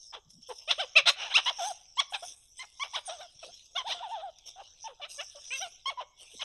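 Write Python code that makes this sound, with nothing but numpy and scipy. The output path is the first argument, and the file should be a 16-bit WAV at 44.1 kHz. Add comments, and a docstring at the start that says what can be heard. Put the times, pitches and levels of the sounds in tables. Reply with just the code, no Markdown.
"""Two badgers squabble on a wooded bank at night, a few metres from a trail camera.
Their vocal folds sound short barks, yelps and whines that glide in pitch and fray from clean tones
into breathy rasps; a thin squeak leads into some calls. Their feet stir dry leaves, thud on the soil
and snap twigs, and the bank and trees give a faint echo. The camera adds its own hiss, its housing
notches the treble, and its noise suppressor ducks whatever is faint."""
import sys
import numpy as np
from scipy import signal
from scipy.fft import rfft, irfft, next_fast_len
from scipy.io import wavfile
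from scipy.ndimage import uniform_filter1d

SR = 44100
rng = np.random.default_rng(int(sys.argv[2]) if len(sys.argv) > 2 else 0)


def store_wav(level_fs):
    """Save 16-bit WAV to argv[1]."""
    pcm = np.round(np.clip(np.atleast_2d(level_fs), -1, 1) * 32767)
    wavfile.write(sys.argv[1], SR, pcm.T.astype(np.int16))


N = 284004
TIME = np.arange(N) / SR

# Steps and shoves in the leaf litter; crisp and body are offsets from the level:
# peak_s, rise_s, decay_s, level_db, crisp_db, body_db
LEAF_STEPS = [ (0.09, 0.41, 0.042, -51.5, -11, -12.5), (0.308, 0.0099, 0.04, -52, -3.5, -10),
              (0.428, 0.011, .08, -57, -5, -2), (0.494, 0.012, 0.017, -49.5, 2, -7.5),
              (0.57, 0.087, 0.11, -51.5, -9, 1.5), (0.71, 0.026, 0.051, -43.5, -8, -7),
              (0.81, 0.045, 0.08, -46, -11, 3), (1.091, 0.013, 0.014, -35.5, 8.5, -8),
              (1.22, 0.039, 0.23, -49, -11.5, 8.5), (1.379, 0.027, .04, -48.5, -7, -4),
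              (1.465, 0.025, 0.068, -44, -8, 3.5), (1.638, 0.053, 0.074, -39, -5, 4),
              (1.712, 0.086, 0.024, -41.5, -4, -25), (2.001, 0.028, 0.031, -44, -13, -1.5),
              (2.13, 0.023, 0.36, -105.5, 55, 7), (2.294, 0.08, 0.029, -46.5, 1.5, 2),
              (2.6, 0.033, 0.084, -51.5, 1, 1.5), (2.818, 0.063, 0.27, -52.5, -5.5, -1),
              (2.961, 0.028, 0.028, -45, -2.5, 9), (3.081, 0.029, 0.16, -49.5, -3.5, 2),
              (3.25, 0.07, 0.2, -56, -21, 3), (3.46, 0.042, 0.081, -49.5, -4, 10),
              (3.55, 0.032, 0.36, -59, -1.5, 5.5), (3.789, 0.028, 0.012, -49, -10.5, 2),
              (3.901, 0.026, .05, -43, -5, 16.5), (4.117, 0.036, 0.028, -56, -1.5, 10),
              (4.482, 0.019, 0.027, -45, -5.5, 2.5), (4.719, 0.42, 0.29, -65, -4, 13.5),
              (4.86, 0.11, 0.012, -53.5, -11, -6.5), (5.115, 0.02, 0.097, -46, 2, 1.5),
              (5.48, 0.21, 0.073, -46, -11.5, -1.5), (5.61, 0.097, 0.068, -42.5, -2, 4.5),
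              (5.891, .025, .025, -48.5, -7, 9), (6.23, 0.036, 0.088, -52.5, -1.5, 7),
              (6.412, 0.14, .1, -54, -2.5, 7)]
# EQ of the dry leaves' swish: freq_hz, gain_db
SWISH_EQ = [(60, -36), (300, -29.5), (600, -16), (1200, -25.5), (1900, -30.5), (2700, -11), (3500, -3),
            (4300, -11.5), (5400, 4), (6300, 0.5), (7300, -27), (14000, -57.5)]
# EQ of their crisp top: freq_hz, gain_db
CRISP_EQ = [(4000, -51), (7000, -3.5), (8400, -1), (9600, -7), (11400, -14), (12800, -31), (15000, -31.5),
            (16000, -45.5)]
# Barks and snarls, one arch each; onset is against the peak, roughness runs from 0 (clean) to 1 (rasp):
# start_s, rise_s, fall_s, start_hz, middle_hz, end_hz, fundamental_db, overtones_db, onset_db,
# mouth_hz, peak_roughness, end_roughness
BARK_CUES = [ (0.123, 0.018, 0.054, 806, 837, 401, -47, -42.5, -30, 3450, 1.09, 0.4),
             (0.486, 0.021, 0.027, 491, 516.6, 404, -39.5, -45.5, -34, 3130, 0.37, 0.87),
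             (0.675, 0.026, 0.013, 572, 716, 699, -41, -30.5, -16.5, 2990, .17, 0.28),
             (0.704, 0.01, .028, 700, 678.5, 538, -43, -22, -9, 3880, 0.68, 0.48),
             (0.779, 0.027, 0.049, 536.5, 797, 504, -35.5, -29.5, -22, 3270, 0.11, .35),
             (0.953, 0.018, 0.046, 571, 677, 529, -32, -13, -26.5, 2750, 0, 0.79),
             (1.056, .032, 0.03, 677.3, 698, 551, -34, -15.5, -18.5, 4180, 0.7, 0.64),
             (1.160, 0.069, 0.051, 711.6, 836, 672, -49, -37.5, -19, 2950, 0.83, 0.57),
             (1.238, 0.029, 0.066, 593, 949, 747, -48.5, -43, -7, 3080, 0.4, 1),
             (1.302, 0.029, 0.026, 701, 868, 1067, -49, -35, -7, 3150, 0.53, 0.22),
             (2.122, 0.0038, 0.012, 750, 743, 740, -39.5, -45, -2, 3000, 0.2, .2),
             (2.132, 0.016, 0.029, 797, 856, 779, -39.5, -31, -14, 3830, 0.5, .3),
             (2.222, 0.0092, 0.03, 616, 679, 738, -41.5, -51, -21, 3470, 0.25, 0.25),
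             (3.427, 0.0092, 0.017, 715, 653, 524, -45.5, -47, -14, 2810, 0.24, 0.23),
             (3.485, 0.01, 0.017, 665, 680, 725, -52.5, -67, -3, 3420, 0.05, .4),
             (3.749, 0.02, 0.0093, 623, 739, 815, -37.5, -29, -37, 3730, 0.14, .1),
             (3.773, 0.0081, 0.049, 1117, 1120, 1001, -37.5, -30.5, -11, 3450, 0.14, 0.64),
             (3.843, .036, 0.038, 597, 969, 625, -37, -41.5, -31, 3630, 0, 0.38),
             (3.895, 0.028, 0.03, 672.6, 998, 1084, -47, -31, -22, 3500, 0.53, 0.53),
             (4.558, 0.05, 0.023, 717, 801, 493, -47, -57, -22, 2900, 0.31, 0.82),
             (4.997, 0.012, 0.012, 733, 743, 640, -46, -64, -15.5, 3000, 0.2, 0.16),
             (5.014, 0.029, 0.032, 579, 597, 747, -49.5, -39, -11, 2850, 0.25, 0.62),
             (5.175, .027, 0.038, 568, 580, 793, -44.5, -36, -41.5, 2650, 0.11, 0.62),
             (5.348, 0.013, 0.04, 696, 554, 598, -50.5, -66.5, -18, 3640, 0.03, 0.64),
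             (5.505, 0.034, 0.061, 466, 539, 534, -59.5, -33.5, -7.5, 2740, 0.09, 0.077),
             (5.599, 0.029, 0.057, 592, 791, 669, -40.5, -36.5, -34, 3260, 0.02, 0.26)]
# EQ of the throat, before the moving mouth resonance: freq_hz, gain_db
THROAT_EQ = [(900, -16), (1400, -5), (1900, -7), (2500, -1), (3700, 0), (4300, -4), (5300, -7), (6400, -12),
             (7600, -23), (9300, -25), (10500, -38), (14000, -66)]
# EQ of the rasp around the fundamental: freq_hz, gain_db
RASP_EQ = [(200, -51.5), (310, -19), (430, -15.5), (620, -4.5), (850, 4.5), (1200, -4), (1500, -7.5),
           (2000, -14), (4000, -65)]
# Dull footfalls on the soil: start_s, peak_db, pitch_hz, length_s
THUD_CUES = [(0.244, -61, 178, .07), (0.315, -57.5, 205, 0.12), (1.005, -64.5, 135, 0.08),
             (1.352, -58, 246, 0.029), (3.345, -62, 147, 0.027), (6.33, -53, 486, 0.036)]
# Twigs and leaves that snap underfoot: start_s, peak_db
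SNAP_CUES = [(0.304, -45), (0.42, -46.5), (3.463, -41), (4.386, -39.5), (4.468, -44.5), (5.105, -43),
             (5.358, -39.5)]
# Yelps, a rising tone that breaks into a lower rasp; a bend of 1 is a straight climb:
# start_s, tone_s, rasp_s, start_hz, top_hz, bend, swell_db, start_mouth_hz, top_mouth_hz,
# fundamental_db, overtones_db, roughness, rasp_fundamental_db, rasp_overtones_db, rasp_roughness
YELP_CUES = [ (1.338, .028, 0.045, 974, 1394, 1.1, 13.5, 3600, 2700, -35, -16, 0.051, -36, -22.5, 0.93),
             (1.457, .039, 0.028, 972, 1136, 2.3, 4.5, 3000, 3520, -35.5, -25.5, .4, -39, -42, 0.49),
             (1.969, .032, .03, 811, 1137, 0.5, 31, 2960, 3660, -28.5, -19.5, .01, -44.5, -34, 0.384),
             (2.591, 0.033, 0.033, 898, 1068, 0.27, 3, 1980, 2250, -52.5, -40.5, 0.12, -53.5, -53.5, 1),
             (2.795, 0.038, 0.052, 989, 1150, 0.99, 16.5, 3010, 2800, -35.5, -30, 0.013, -52, -46.5, 0.89),
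             (2.932, 0.021, 0.048, 786, 1151, 0.82, 20, 2960, 3740, -37, -33.5, 0.121, -40.5, -33, 0.8),
             (4.84, .035, .066, 809, 899, 0.18, 10.5, 2930, 2980, -40, -48.5, .01, -50.5, -56.5, 0.48),
             (5.856, 0.043, 0.039, 983, 1103, 0.35, 0.5, 3370, 2220, -34.5, -33, 0.039, -44.5, -48, 0.3),
             (5.972, .029, 0.039, 943, 1007, 0.4, 13, 2500, 2740, -34.5, -51, 0.096, -42.5, -45, 0.67),
             (6.392, 0.017, 0.036, 1006, 1088, 0.64, 8, 2870, 2450, -53, -41, 0.18, -46, -33.5, 0.71)]
# Long wavering whines, one list of breakpoints each; whine() trims the overtones:
# time_s, pitch_hz, fundamental_db, overtones_db
WHINE_CURVES = [
    [(1.585, 852, -46, -44), (1.597, 812, -34, -38), (1.613, 677, -34.5, -38), (1.635, 688, -35, -35),
     (1.677, 863, -35.5, -42.5), (1.703, 790, -38, -46), (1.717, 695, -34, -43.5), (1.728, 663, -63, -45)],
    [(3.076, 760, -51.5, -48.5), (3.084, 753, -38.5, -52.5), (3.098, 618.4, -41, -35),
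     (3.138, 738, -44, -45.5), (3.18, 582, -63, -58), (3.204, 610, -45, -47.5), (3.214, 791, -49, -42),
     (3.27, 640, -54, -60)],
    [(3.945, 720, -42.5, -55.5), (3.993, 684, -59.5, -40), (4.011, 699, -40, -52),
     (4.023, 767, -44.5, -45.5), (4.033, 985, -37.5, -45), (4.041, 920, -38.5, -41),
     (4.079, 703, -43, -51.5), (4.09, 735, -49, -56)],
    [(4.09, 712, -47, -59), (4.104, 705, -42.5, -51), (4.122, 917, -37.5, -54), (4.144, 902, -35, -43.5),
     (4.186, 649, -41.5, -48.5), (4.214, 629, -49.5, -45.5), (4.24, 820, -37.5, -59),
     (4.306, 610, -46, -53)],
]
# Thin, very high squeaks that lead into some calls: start_s, length_s, peak_db, start_hz, top_hz
SQUEAK_CUES = [(1.953, .035, -49, 7200, 7700), (2.101, 0.026, -54.5, 8300, 8800),
               (2.575, 0.04, -42, 7200, 8330), (3.054, 0.037, -38.5, 9000, 9300)]
# Reverb time among the trunks: freq_hz, t60_s
WOOD_DECAY = [(300, 0.27), (2000, 1), (12000, 0.04)]
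# EQ of the camera's own noise: freq_hz, gain_db
HISS_EQ = [(20, 6.5), (60, 4.5), (120, -4), (250, -14), (700, -12), (2200, -33), (3300, -9.5),
           (4600, -21.5), (5700, -18), (6400, -15.5), (7200, -1), (8500, -27.5), (11500, -20),
           (15000, -39.5)]
# Notches of the microphone's housing: centre_hz, width_hz, gain_db
HOUSING_NOTCHES = [(4542, 336, -12), (7165, 450, -14.5), (10420, 450, -8.5)]

FUNDAMENTAL_SHARE = .45  # the fundamental swells and fades by this share of the overtones' change in dB


def amp(db):
    """Decibels to linear gain."""
    return 10 ** (np.asarray(db) / 20)


def unit_rms(x):
    """Scales x to rms 1."""
    return x / np.sqrt(np.mean(x ** 2) + 1e-20)


def curve_at(points, hz):
    """Reads a curve on a log-frequency axis."""
    freq_hz, value = np.transpose(points)
    return np.interp(np.log(hz + 1), np.log(freq_hz + 1), value)


def add(mix, start_s, sound):
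    """Lays a sound into the mix."""
    part = mix[max(round(start_s * SR), 0):][:len(sound)]
    part += sound[:len(part)]


def colour(x, gain_at):
    """Filters x by a gain that is a function of frequency."""
    size = next_fast_len(2 * len(x))
    return irfft(rfft(x, size) * gain_at(np.fft.rfftfreq(size, 1 / SR)), size)[:len(x)]


def shaped(x, eq):
    """x through an EQ curve, at rms 1."""
    return unit_rms(colour(x, lambda hz: amp(curve_at(eq, hz))))


def wander(rate_hz):
    """A smooth random modulator of rms 1 that rolls off above rate_hz."""
    return unit_rms(colour(rng.standard_normal(N), lambda hz: np.exp(-(hz / rate_hz) ** 2)))


def scuffle(stir_db=-69.5, stir_crisp_db=-14.5):
    """Swish, crisp and body envelopes: each step swells and dies over litter that is never quite still."""
    power = amp([[stir_db], [stir_db + stir_crisp_db], [stir_db]]) ** 2
    t = TIME[::64]
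    for peak_s, rise_s, decay_s, level_db, crisp_db, body_db in LEAF_STEPS:
        falloff = np.where(t < peak_s, ((peak_s - t) / rise_s) ** 2, (t - peak_s) / decay_s)
        step = amp(level_db) * np.exp(-falloff)
        power = power + (step * amp([[0], [crisp_db], [body_db]])) ** 2
    return [np.interp(TIME, t, np.sqrt(band)) for band in power]


def leaf_colours(x, depth_db=6.0, frame=256):
    """Different leaves ring at different pitches: the colour shifts from moment to moment."""
    bands = signal.stft(x, nperseg=frame)[2]
    patches = uniform_filter1d(rng.standard_normal(bands.shape), size=3, axis=0)
    patches = uniform_filter1d(patches, size=22, axis=1)
    return signal.istft(bands * amp(depth_db * unit_rms(patches)), nperseg=frame)[1][:N]


def leaves(cracks_per_s=1100, spread_db=4, rub=0.94, swish_db=1.0, crisp_db=-5.5, body_hz=4470):
    """Many tiny leaf cracks over a rubbing noise, riding the envelopes of the scuffle."""
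    swish, crisp, body = scuffle()
    cracks = (rng.random(N) < cracks_per_s / SR) * amp(spread_db * np.minimum(rng.exponential(1, N), 4))
    grains = unit_rms(cracks * rng.choice([-1, 1], N)) + rub * rng.standard_normal(N)
    clumps = amp(0.3 * wander(61.85))
    grains = leaf_colours(grains * clumps)
    litter = shaped(grains, SWISH_EQ)
    dull = colour(litter, lambda hz: 1 / (1 + (hz / body_hz) ** 20))
    rustle = swish * (litter - dull) + body * dull
    return amp(swish_db) * rustle + amp(crisp_db) * crisp * shaped(grains, CRISP_EQ)


def bark(start_s, rise_s, fall_s, start_hz, middle_hz, end_hz, fundamental_db, overtones_db, onset_db,
         mouth_hz, peak_rough, end_rough, fade_db=-26, mouth_shut=.88, clean_start=.45):
    """Breakpoints of one push of the voice: level and mouth arch together as pitch and roughness glide."""
    t = np.linspace(0, rise_s + fall_s, 40)
    early = np.clip(1 - t / rise_s, 0, 1)
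    late = np.clip((t - rise_s) / fall_s, 0, 1)
    hz = middle_hz + (start_hz - middle_hz) * early + (end_hz - middle_hz) * (1 - (1 - late) ** 2)
    effort_db = onset_db * early ** 2 + fade_db * late ** 1.49
    mouth = mouth_hz * (1 - (1 - mouth_shut) * (early + late))
    rough = peak_rough * (1 - clean_start * early) + (end_rough - peak_rough) * late
    return np.column_stack([start_s + t, hz, fundamental_db + FUNDAMENTAL_SHARE * effort_db,
                            overtones_db + effort_db, mouth, rough])


def throat(hz, mouth_hz, thin, mouth_width_hz=300, mouth_db=12, hollow_db=9, hollow_hz=1950):
    """Gain of the throat: one resonance follows the mouth, and thin calls are scooped in the mids."""
    scoop_db = hollow_db * thin * np.exp(-((hz - hollow_hz) / 450) ** 2)
    resonance_db = mouth_db / (1 + ((hz - mouth_hz) / mouth_width_hz) ** 2)
    low_cut = hz ** 4 / (hz ** 4 + 550 ** 4)
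    return low_cut * amp(curve_at(THROAT_EQ, hz) - scoop_db + resonance_db)


def voice(breakpoints, modulators, jitter=0.082, puff_cycles=0.9, octave_db=-6, swell_db=3.5):
    """Vocal folds sound a fundamental and overtones; turning rough, they stagger and leak puffs of air."""
    times, *columns = np.transpose(breakpoints)
    span = slice(int(times[0] * SR), min(int(times[-1] * SR), N))
    t = TIME[span]
    hz, fundamental_db, overtones_db, mouth_hz, rough = (np.interp(t, times, c) for c in columns)
    stagger, flutter, air, swells = (m[..., span] for m in modulators)
    rough = np.clip(rough, 0, 1)
    cycles = np.cumsum(hz * (1 + jitter * (rough + .05) * stagger)) / SR
    puffs = air * (0.073 + np.exp(-(cycles % 1) / puff_cycles))
    thin = np.clip((fundamental_db - overtones_db) / 12, 0, 1)  # one tone with hoarse air above it

    # High layer: overtones crossfade into a breathy snarl.
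    harmonic = np.arange(2, 2 + len(swells))[:, None]
    soft = np.clip((-23 - overtones_db) / 12, 0, 1)
    gains = throat(harmonic * hz, mouth_hz, thin) * amp(swell_db * swells)  # each swells on its own
    gains *= amp(-2 * soft * np.maximum(harmonic - 6, 0))  # soft calls lose their top
    overtones = (gains * np.cos(2 * np.pi * harmonic * cycles)).sum(0) / np.sqrt((gains ** 2).sum(0) / 2)
    mean_mouth_hz = np.average(mouth_hz, weights=amp(overtones_db) ** 2)
    snarl = unit_rms(colour(puffs, lambda f: throat(f, mean_mouth_hz, thin.mean())))
    snarl_share = np.clip(0.99 * rough ** 1.9 + .6 * thin, 0, 1)
    high = np.sqrt(1 - snarl_share) * overtones + np.sqrt(snarl_share) * snarl

    # Low layer: the fundamental and its octave crossfade into a rasp.
    pure = thin * np.clip(1 - rough / 0.53, 0, 1)  # clean, thin calls have less octave
    octave = amp(octave_db - 12 * pure + curve_at(RASP_EQ, 2 * hz)) * np.cos(4 * np.pi * cycles)
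    tone = np.sin(2 * np.pi * cycles) + octave
    rasp_share = rough ** 2
    low = np.sqrt(2 * (1 - rasp_share)) * tone + np.sqrt(rasp_share) * shaped(puffs, RASP_EQ)

    fade = np.clip(np.minimum((t - t[0]) / .002, (t[-1] - t) / .008), 0, 1)
    envelope = fade * amp(2 * rough * flutter)
    return t[0], envelope * (amp(fundamental_db) * low + amp(overtones_db) * high)


def badgers(overtone_count=20, low_cut_hz=300):
    """The barks, yelps and whines of both animals; so small a throat radiates no bass."""
    swell = wander(35.6)
    swells = np.array([np.roll(swell, shift) for shift in rng.integers(0, N, overtone_count)])
    stagger, flutter, air = wander(427), wander(170), rng.standard_normal(N)
    calls = [bark(*cue) for cue in BARK_CUES]
    calls += [yelp(*cue) for cue in YELP_CUES]
    calls += [whine(curve) for curve in WHINE_CURVES]
    out = np.zeros(N)
    for breakpoints in calls:
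        add(out, *voice(breakpoints, (stagger, flutter, air, swells)))
    return signal.sosfilt(signal.butter(4, low_cut_hz, "high", fs=SR, output="sos"), out)


def thuds(waver=.2):
    """Feet hit the soil: soft low bumps of unsteady pitch."""
    out, drift = np.zeros(N), wander(90)
    for start_s, peak_db, pitch_hz, length_s in THUD_CUES:
        hz = pitch_hz * (1 + waver * drift[int(start_s * SR):][:int(length_s * SR)])
        add(out, start_s, amp(peak_db) * np.hanning(len(hz)) * np.sin(2 * np.pi * np.cumsum(hz) / SR))
    return out


def snaps(decay_s=0.0044, crisp=0.078):
    """Twigs and leaves break underfoot: tight noise bursts with the colour of the litter."""
    out, t = np.zeros(N), TIME[:2048]
    for start_s, peak_db in SNAP_CUES:
        burst = rng.standard_normal(len(t)) * np.exp(-t / decay_s)
        crack = shaped(burst, SWISH_EQ) + crisp * shaped(burst, CRISP_EQ)
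        add(out, start_s, amp(peak_db) * crack / abs(crack).max())
    return out


def yelp(start_s, tone_s, rasp_s, start_hz, top_hz, bend, swell_db, start_mouth_hz, top_mouth_hz,
         fundamental_db, overtones_db, rough, rasp_fundamental_db, rasp_overtones_db, rasp_rough,
         onset_db=-12, attack_s=0.0033, break_s=0.0099, rasp_fade_db=-23.5, rasp_mouth_hz=3276):
    """Breakpoints of a tone that climbs and swells until the voice breaks into a sagging, fading rasp."""
    progress = np.linspace(0, 1, 24)
    held = np.ones_like(progress)
    climb = np.minimum(progress / .9, 1)  # the last tenth holds the top
    attack_db = onset_db * np.clip(1 - progress * tone_s / attack_s, 0, 1)
    effort_db = swell_db * (climb - 1)
    tone = [start_s + progress * tone_s,
            start_hz + (top_hz - start_hz) * climb ** bend,
            fundamental_db + attack_db + FUNDAMENTAL_SHARE * effort_db,
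            overtones_db + attack_db + effort_db,
            start_mouth_hz + (top_mouth_hz - start_mouth_hz) * progress,
            rough * held]
    fade_db = rasp_fade_db * progress ** 2
    rasp = [start_s + tone_s + break_s + progress * (rasp_s - break_s),
            top_hz * .65 * (1 - .25 * progress),  # drops about a fifth, then sags
            rasp_fundamental_db + FUNDAMENTAL_SHARE * fade_db,
            rasp_overtones_db + fade_db,
            rasp_mouth_hz * held,
            rasp_rough * held]
    return np.hstack([tone, rasp]).T


def whine(curve, mouth_hz=3390, trim_db=-5.5, hoarseness=0.35):
    """Breakpoints of a thin tone through a still mouth, hoarser as its overtones grow."""
    times, hz, fundamental_db, overtones_db = np.transpose(curve)
    overtones_db = overtones_db + trim_db
    rough = hoarseness * amp(np.minimum(overtones_db - fundamental_db, 2))
    return np.column_stack([times, hz, fundamental_db, overtones_db, np.full(len(times), mouth_hz), rough])


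def squeaks(waver=0.0085, top_at=0.28):
    """Wavering whistles that arch up early, then dive below their starting pitch."""
    out, drift = np.zeros(N), wander(700)
    for start_s, length_s, peak_db, start_hz, top_hz in SQUEAK_CUES:
        progress = np.linspace(0, 1, int(length_s * SR))
        arch_hz = top_hz + (start_hz - top_hz) * (1 - progress / top_at) ** 2
        hz = arch_hz * (1 + waver * drift[int(start_s * SR):][:len(progress)])
        whistle = np.sin(2 * np.pi * np.cumsum(hz) / SR)
        add(out, start_s, amp(peak_db) * np.sin(np.pi * progress) * whistle)
    return out


def wood_echo(x, bank_db=-21, bank_decay_s=.012, tail_db=-27, taps_per_s=2000, predelay_s=.004):
    """Early reflections off the nearby bank, then a faint tail from the trunks."""
    t = TIME[:SR]
    taps = rng.standard_normal(SR) * (rng.random(SR) < taps_per_s / SR) * (t > predelay_s)
    hz, frame_s, bands = signal.stft(taps, SR, nperseg=256)
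    decay = amp(-60 * frame_s / curve_at(WOOD_DECAY, hz)[:, None])
    tail = signal.istft(bands * decay, SR, nperseg=256)[1][:SR]
    bank = taps * np.exp(-t / bank_decay_s)
    response = amp(tail_db) * tail / np.linalg.norm(tail) + amp(bank_db) * bank / np.linalg.norm(bank)
    return signal.fftconvolve(x, response)[:N]


def housing(hz):
    """Gain of the microphone's housing, which cuts narrow notches into the treble."""
    return amp(sum(gain_db * np.exp(-((hz - centre_hz) / width_hz) ** 2)
                   for centre_hz, width_hz, gain_db in HOUSING_NOTCHES))


def noise_suppressor(x, threshold_db=-96, floor=0.2, frame=512):
    """The camera's soft spectral gate turns down each band while it is faint."""
    bands = signal.stft(x, nperseg=frame)[2]
    power = uniform_filter1d(abs(bands) ** 2, size=3, axis=0)
    power = abs(uniform_filter1d(power, size=3, axis=1))
    gain = floor + (1 - floor) * power / (power + amp(threshold_db) ** 2)
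    return signal.istft(bands * gain, nperseg=frame)[1][:N]


def scene(hiss_db=-69):
    """Mono mix of voices and footwork with their echo, over the camera's hiss."""
    direct = badgers() + squeaks() + leaves() + snaps() + thuds()
    return (direct + wood_echo(direct) + amp(hiss_db) * shaped(rng.standard_normal(N), HISS_EQ))[None]


def record(dry, high_cut_hz=15650):
    """The camera's chain: housing, noise suppressor, then a steep high cut."""
    gated = noise_suppressor(colour(dry[0], housing))
    high_cut = signal.firwin(511, high_cut_hz, window=("kaiser", 9), fs=SR)
    return signal.oaconvolve(gated, high_cut, "same")[None]


dry = scene()
out = record(dry)
store_wav(out)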